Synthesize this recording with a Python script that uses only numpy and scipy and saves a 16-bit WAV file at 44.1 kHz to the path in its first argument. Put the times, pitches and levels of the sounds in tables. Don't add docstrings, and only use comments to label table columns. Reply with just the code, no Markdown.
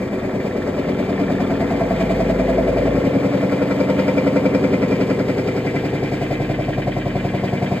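import sys
import numpy as np
from scipy import signal
from scipy.fft import rfft, irfft
from scipy.io import wavfile
from scipy.ndimage import uniform_filter1d

SR = 44100
rng = np.random.default_rng(int(sys.argv[2]) if len(sys.argv) > 2 else 0)


def dump(signal):
    limited = np.clip(np.atleast_2d(signal).T, -1, 1)
    pcm = np.round(limited * 32767).astype(np.int16)
    wavfile.write(sys.argv[1], SR, pcm)


N = 343980
TIME = np.arange(N) / SR


def bearing_knocks(turns):
    # level in dB at the start, near full speed, shaking hardest, settled.
    strengths = [(-18, -15, -13.5, -23), (-20, -20, -5.5, -6.5), (-12, -7, -28, -25), (-16, -10, -6, -14),
                 (-7, -15.5, -45, -20), (-23, -15, -18.5, -17), (-22, -18, -12, -16.5)]
    # frequency in Hz, level in dB, T60 in seconds.
    tub_modes = [(140.4, -6, 0.047), (152.7, -1.5, 0.053), (211.6, 1, 0.03)]
    frame_modes = [(210.5, 1.5, 0.022), (250, -1.5, 0.041), (321, -8.5, 0.029)]
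    stages_s = (1.4, 2.2, 3.3, 5.5, 6.2)
    levels_db = [np.interp(TIME, stages_s, [first, fast, hard, hard, last])
                 + staged(2, 4, 1) * wander(2.44) for first, fast, hard, last in strengths]
    first_angle = staged(.015, -.055, -.06)
    blows = np.zeros(N)
    for k, db in enumerate(levels_db):
        at = passes(turns - first_angle, k / len(levels_db))
        blows += (-1) ** k * uneven_blows(at, db[at], slip_s=.0001, scatter_db=.81)
    tub_share = staged(.44, .47, .8)
    tub = strike(blows * tub_share, tub_modes, contact_s=.0019)
    frame = strike(blows * (1 - tub_share), frame_modes, contact_s=.0047)
    return signal.sosfilt(signal.butter(3, 109, "high", fs=SR, output="sos"), tub + frame)


def loose_parts(turns):
    part_modes = { "left side panel": [(279.5, 1, 0.36), (255, -11, 0.15)],
                  "back panel": [(308.5, 0, 0.26)], "right side panel": [(192.23, 3.5, 0.29),
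                  (114.94, -9, 0.21), (160.12, -5, 0.22)], "control panel": [(915, 0, 0.1), (1004, -2, 0.1),
                  (1100, -5, 0.08)], "front panel": [(657, 6.5, 0.07), (615, -5, 0.05)],
                  "kick plate": [(705, 0, 0.06), (738, -4, 0.06)], "dial": [(918, 0, .11)],
                  "top panel": [(376, 0, .1)], "door handle": [(577, 0, .12)], "zip": [(1800, 0, .015),
                  (1450, -4, .01), (2150, -4, .01), (3300, -14, .005)], "door": [(512, 0, 0.085),
                  (576, -5, 0.07)], "lid": [(378.5, -1, 0.15), (415.3, 2.5, 0.073), (455.2, -0.5, 0.072)],
                  "soap drawer": [(1320, -1, .05), (1420, 0, .055)], "plastic trim": [(1960, 0, .05),
                  (2060, -1, .05), (2310, 0, .05)], }
    # part, drum angle in turns, start and end in seconds, first and last level in dB.
    rattles = [ ("left side panel", .3, 0.87, 1.73, -20.5, -18),
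               ("left side panel", 0.199, 6.24, 7.8, -29, -27.5),
               ("left side panel", .94, 2.8, 4.3, -23, -20), ("left side panel", .17, 3.2, 4.3, -23, -21),
               ("left side panel", 0.09, 4.6, 6, -19, -23), ("left side panel", .32, 4.4, 5.9, -24, -26),
               ("back panel", .3, 5.4, 6.4, -27, -23), ("back panel", .3, 6.7, 7.8, -28, -29),
               ("right side panel", 0.252, 0, 2.3, -23, -17.5),
               ("right side panel", .42, 3.43, 5, -18.5, -20),
               ("right side panel", 0.302, 5.56, 6.8, -26, -28),
               ("right side panel", 0.1606, 6.4, 9, -22.5, -25),
               ("control panel", 0.33, 1.5, 2.55, -30.5, -32.5), ("dial", .35, 4, 4.4, -28, -30),
               ("control panel", .15, 5.2, 6.9, -36, -36), ("control panel", .11, 7.3, 7.8, -35, -31),
               ("door handle", .16, 0, 1.3, -25, -23), ("front panel", .24, 1, 1.4, -28, -24),
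               ("front panel", .185, 1.8, 2.6, -13.5, -12), ("kick plate", .09, 1.3, 2.8, -25, -21),
               ("kick plate", .1, 3, 4.5, -25, -28), ("kick plate", .08, 5.6, 7.8, -22, -21),
               ("door handle", .17, 5.9, 7.36, -22.5, -24.5), ("door handle", .37, 2.7, 3.5, -16.5, -19.5),
               ("door handle", .25, 5.4, 5.2, -23, -25.5), ("zip", .64, 1.7, 2.7, -29, -30),
               ("zip", .96, 2.8, 3.4, -30, -29), ("front panel", 0.48, 1.6, 2.3, -23.5, -31),
               ("front panel", 0.16, 3, 5.2, -22.5, -26), ("front panel", 0.18, 5.4, 6.7, -27.5, -23),
               ("door", 0.21, 0, 1.2, -23, -25), ("door", 0.1587, 5.5, 6.9, -24.5, -24.5),
               ("door", .4, 2.5, 4.53, -15.5, -12), ("door", .38, 4.86, 5.5, -23, -21),
               ("door", 0.69, 0, 1, -24.5, -28.5), ("door", .8, 1.63, 2.8, -20.5, -14.5),
               ("door", .8, 4.1, 5.96, -22, -27.5), ("lid", .28, .3, 1.4, -17, -19),
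               ("lid", .385, 3, 3.8, -21.5, -17), ("lid", .29, 5, 5.55, -19, -22.5),
               ("top panel", 0.162, 7.16, 8.8, -26, -25), ("top panel", .24, 4.6, 5.47, -20.5, -21),
               ("lid", .83, 0.63, 3.12, -20.5, -17), ("lid", .85, 4.3, 5.98, -19, -20),
               ("soap drawer", .28, 1.7, 2.8, -40, -40), ("soap drawer", .255, 3.6, 5.5, -25, -29),
               ("plastic trim", 0.32, 3.8, 4.7, -25.5, -26), ("plastic trim", .33, 3.8, 6.15, -32.5, -28.5),
               ]
    # time in seconds, depth in dB to which the leaning tub mutes the left panel.
    muting = [(2.9, 0), (3.7, 9), (4.6, 12), (5.6, 12), (6.3, 6)]
    # time in seconds, peak in dB.
    trim_snaps = [(5.6755, -23.5), (5.7633, -22)]
    zip_clacks = [(0.185, -28), (0.2957, -27), (0.405, -23.5), (0.513, -25), (0.622, -23), (0.834, -31),
                  (1.02, -34), (1.047, -32), (1.128, -28), (1.1484, -29), (1.1808, -21.5), (1.2836, -21.5),
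                  (1.307, -27), (1.3547, -24), (1.3856, -23), (1.405, -25), (1.433, -31), (1.5563, -25),
                  (1.606, -28), (1.9998, -35)]
    rings = {}
    for name, modes in part_modes.items():
        blows = spell_blows(name, rattles, turns, slip_s=.00015, scatter_db=.87)
        rings[name] = strike(blows, modes, contact_s=min(.008, 4.5 / modes[0][0]))
    leaning = (1 - np.tanh(2 * np.cos(2 * np.pi * (turns - .19)))) / 2
    rings["left side panel"] *= undb(-curves(muting)[0] * leaning)
    snaps = strike(single_blows(trim_snaps), part_modes["plastic trim"], contact_s=.0038)
    clacks = strike(single_blows(zip_clacks), part_modes["zip"], contact_s=.0013)
    return sum(rings.values()) + snaps + clacks


def drum_rumble(turns):
    # frequency in Hz, relative spectral density in dB.
    spectrum = [(38, -18), (55, -21.5), (75, -9), (100, -8.5), (170, -3), (280, -2.5), (330, -8), (450, -7),
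                (600, -7), (740, -13.5), (800, -17.5), (1100, -21.5), (1500, -28), (2300, -25.5),
                (2700, -45), (4000, -63)]
    steps = 1024
    roughness = rng.standard_normal((int(turns[-1]) + 2, steps))
    correlation = np.interp(TIME, [0, 3.3], [.46, .934])
    kept = np.interp(np.arange(len(roughness)), turns, correlation)
    for k in range(1, len(roughness)):
        roughness[k] = kept[k] * roughness[k - 1] + np.sqrt(1 - kept[k] ** 2) * roughness[k]
    return colour(roughness.ravel()[(turns * steps).astype(int)], spectrum)


def scuffs(turns):
    surfaces = { "door seal": ([(1700, -7, .012), (1900, -2, .014), (2100, -1, .015), (2350, -2, .015),
                (2550, -3, .012), (2950, -2, .008)], .018), "strap on the door glass": ([(1400, -5, .02),
                (1800, -2, .008), (2200, -2, .007), (3300, -8, .01)], .008),
                "tub mounts": ([(1900, -2, .005), (2300, 4, .008), (3450, -6, .005), (4200, -5, .005),
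                (4810, -3, .006), (7560, -14, .005)], 0.013), }
    # surface, drum angle in turns, start and end in seconds, first and last level in dB.
    rubs = [("door seal", .44, 6.1, 7.8, -35, -36), ("door seal", .55, 5.7, 7.8, -35, -37),
            ("strap on the door glass", .72, 0, 1.5, -35, -34),
            ("strap on the door glass", .8, 1.8, 2.5, -36, -37),
            ("strap on the door glass", .45, 1.05, 1.5, -30, -30),
            ("strap on the door glass", .6, 2.9, 3.3, -33, -33), ("tub mounts", .11, 1.1, 3, -37, -37),
            ("tub mounts", .27, 3.7, 4.55, -32, -30), ("tub mounts", .17, 4.8, 5.6, -33, -34),
            ("tub mounts", .09, 5.8, 7.8, -39, -38)]
    unevenness, grip_s = .55, .0003
    sound = 0
    for name, (modes, decay_s) in surfaces.items():
        touches = spell_blows(name, rubs, turns, slip_s=.002, scatter_db=.88)
        pressure = signal.oaconvolve(touches, np.exp(-TIME[:SR // 8] / decay_s))[:N]
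        grains = rng.standard_normal(N) * rng.exponential(size=N) ** unevenness
        steady_rms = np.std(strike(grains, modes, grip_s))
        sound += strike(pressure * grains, modes, grip_s) / steady_rms
    return sound


def hiss(treble_db):
    # frequency in Hz, relative spectral density in dB.
    spectrum = [(400, -31), (800, -3.5), (1300, -7.5), (1900, 0.5), (2250, 3.5), (2450, -0.5), (2750, -5.5),
                (3100, -6.5), (3500, -8), (4100, -13), (4800, -9.5), (5200, -12), (5600, -18),
                (7000, -16.5), (10000, -28), (13500, -25), (15500, -22.5)]
    air = colour(rng.standard_normal(N), spectrum)
    low = signal.sosfilt(signal.butter(4, 3300, fs=SR, output="sos"), air)
    flicker = undb(.5 * wander(30) + wander(150))
    return flicker * (undb(3.1 * wander(60)) * low + undb(treble_db + .76 * wander(60)) * (air - low))


def floor_boom(turns):
    # harmonic, start and end in seconds, first and last level in dB, rise and fall in dB/s.
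    booms = [(5, 2.2, 2.95, -30, -29.5, 19, 150), (4, 6.4, 7.2, -37, -36, 22, 60),
             (5, 0, 7.8, -47, -49, 50, 50), (8, 3, 5.1, -39, -39, 15, 12), (11, 3.4, 5.4, -33, -33, 15, 15)]
    return sum(undb(spell(TIME, *shape)) * np.sin(2 * np.pi * harmonic * turns)
               for harmonic, *shape in booms)


def motor_whine():
    # frequency in Hz, level in dB.
    lines = [(12123, -82), (12400, -81)]
    return sum(undb(db + 3 * wander(3)) * wavering_sine(hz, 14, rate=6) for hz, db in lines)


def thin_tone():
    # pitch in Hz, start and end in seconds, first and last level in dB, rise and fall in dB/s.
    tones = [(1087, 2.9, 3.4, -49, -55, 42, 60)]
    return sum(undb(spell(TIME, *shape) + 2 * wander(13)) * wavering_sine(hz, 3, rate=4.6)
               for hz, *shape in tones)


def room(machine):
    # frequency in Hz, phase by which the left channel leads the right, in radians.
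    channel_phase = [(0, 0), (45, -.02), (120, -.06), (1460, -0.3), (2500, 2.4), (3100, 1.1), (3880, 0.5),
                     (5340, 2.8), (6030, 3.5), (6980, 6.1), (8180, 6.3), (9220, 9.2), (10900, 9.6),
                     (11800, 12.6), (13600, 12.6), (14000, 15.7)]
    # frequency in Hz, left minus right level in dB.
    left_excess = [(60, 0.0), (110, 0.0), (200, 0.0), (370, 0.5), (670, 2.5), (1230, 3.0), (2250, -1.5),
                   (4110, -1.5), (7530, 0.0), (13800, 0.0)]
    # frequency in Hz, level of the wall reflections in dB.
    reflections = [(60, -34), (250, -18.5), (600, -6.5), (1200, -6.5), (2500, -4), (5000, -8), (9000, -2.5),
                   (14000, -41)]
    t60_s = .18
    left = undb(over_hz(left_excess) / 2) * np.exp(.5j * over_hz(channel_phase))
    tails = rng.standard_normal((2, SR // 2)) * 1000. ** (-TIME[:SR // 2] / t60_s)
    tails /= np.linalg.norm(tails, axis=1, keepdims=True)
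    reverberation = rfft(tails, N) * undb(over_hz(reflections))
    return irfft(rfft(machine) * (np.array([left, 1 / left]) + reverberation), N)


def strike(blows, modes, contact_s):
    t = TIME[:SR // 4]
    ring = sum(undb(db) * np.sin(2 * np.pi * hz * t) * 1000. ** (-t / t60) for hz, db, t60 in modes)
    ring *= 1 - np.exp(-t / contact_s)
    peak = np.argmax(np.abs(ring))
    return signal.oaconvolve(blows, ring / np.abs(ring[peak]))[peak:peak + N]


def uneven_blows(at, db, slip_s, scatter_db):
    slip, scatter = rng.standard_normal((100, 2))[:len(at)].T
    blows = np.zeros(N)
    blows[np.clip(at + (slip * slip_s * SR).astype(int), 0, N - 1)] = undb(db + scatter_db * scatter)
    return blows


def spell_blows(name, table, turns, slip_s, scatter_db):
    rows = [(passes(turns, angle), shape) for part, angle, *shape in table if part == name]
    return sum(uneven_blows(at, spell(TIME[at], *shape), slip_s, scatter_db) for at, shape in rows)


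def single_blows(table):
    blows = np.zeros(N)
    for s, db in table:
        blows[int(s * SR)] = undb(db)
    return blows


def passes(turns, angle):
    marks = np.arange(-1, turns[-1] + 1) + angle
    return np.searchsorted(turns, marks[(marks > 0) & (marks < turns[-1])])


def throb(turns, angle, depth_db):
    phase = 2 * np.pi * (turns - angle)
    return undb(depth_db * (np.cos(phase) + .69 * np.cos(2 * phase)))


def staged(early, hardest, settled):
    stages_s = [2.3, 3.3, 5.1, 6.3]
    return np.interp(TIME, stages_s, [early, hardest, hardest, settled])


def spell(t, start_s, end_s, first_db, last_db, rise_db_s=22, fall_db_s=22):
    held_db = np.interp(t, [start_s, end_s], [first_db, last_db])
    return held_db - rise_db_s * np.maximum(start_s - t, 0) - fall_db_s * np.maximum(t - end_s, 0)


def wavering_sine(hz, drift_hz, rate):
    return np.sin(2 * np.pi * np.cumsum(hz + drift_hz * wander(rate)) / SR)


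def wander(rate):
    hold = int(SR / rate)
    steps = np.repeat(rng.standard_normal(N // hold + 1), hold)
    return uniform_filter1d(uniform_filter1d(steps, hold), hold)[:N]


def colour(noise, spectrum):
    shaped = irfft(rfft(noise) * undb(over_hz(spectrum)), N)
    return shaped / np.std(shaped)


def over_hz(table):
    hz, value = np.transpose(table)
    return np.interp(np.log(np.fft.rfftfreq(N, 1 / SR) + 20), np.log(hz + 20), value)


def curves(table):
    s, *columns = np.transpose(table)
    return [np.interp(TIME, s, column) for column in columns]


def undb(db):
    return 10 ** (np.asarray(db) / 20)


def scene():
    # time in seconds, drum speed in turns per second.
    drum_speed = [(0, 8.885), (2.4, 10.462), (2.8, 10.713), (3.1, 10.806), (3.5, 10.789), (4, 10.747),
                  (4.5, 10.746), (5, 10.714), (5.5, 10.661), (6, 10.625), (7, 10.656), (7.8, 10.69)]
    # time in seconds, then rumble level, hiss level and extra hiss treble, all in dB.
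    shaking = [(0, -27, -39, -2.5), (1, -24, -40, -0.5), (2, -21.5, -39.5, 1), (3.3, -22, -40, 1),
               (4, -22, -40.5, 3), (4.5, -22, -40.5, 1.5), (5, -23, -40.5, 2), (6, -25.5, -40.5, 1.5),
               (7, -26.5, -43.5, 1.5), (7.8, -24, -39.5, 1)]
    turns = np.cumsum(curves(drum_speed)[0]) / SR
    rumble_db, hiss_db, treble_db = curves(shaking)
    machine = bearing_knocks(turns) + loose_parts(turns) + scuffs(turns)
    machine += np.sqrt(2) * (floor_boom(turns) + motor_whine() + thin_tone())
    machine += undb(rumble_db) * throb(turns, angle=.16, depth_db=1.85) * drum_rumble(turns)
    hiss_gain = undb(hiss_db) * throb(turns, angle=staged(.22, .32, .24), depth_db=staged(2, 1, 2))
    machine += hiss_gain * hiss(treble_db)
    scattered = undb(-12.5) * hiss_gain * np.array([hiss(treble_db), hiss(treble_db)])
    return room(machine) + scattered


def record(dry):
    dry = signal.sosfilt(signal.butter(5, 40, "high", fs=SR, output="sos"), dry)
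    return signal.sosfilt(signal.ellip(8, .2, 70, 14300, fs=SR, output="sos"), dry)


dry = scene()
out = record(dry)
dump(out)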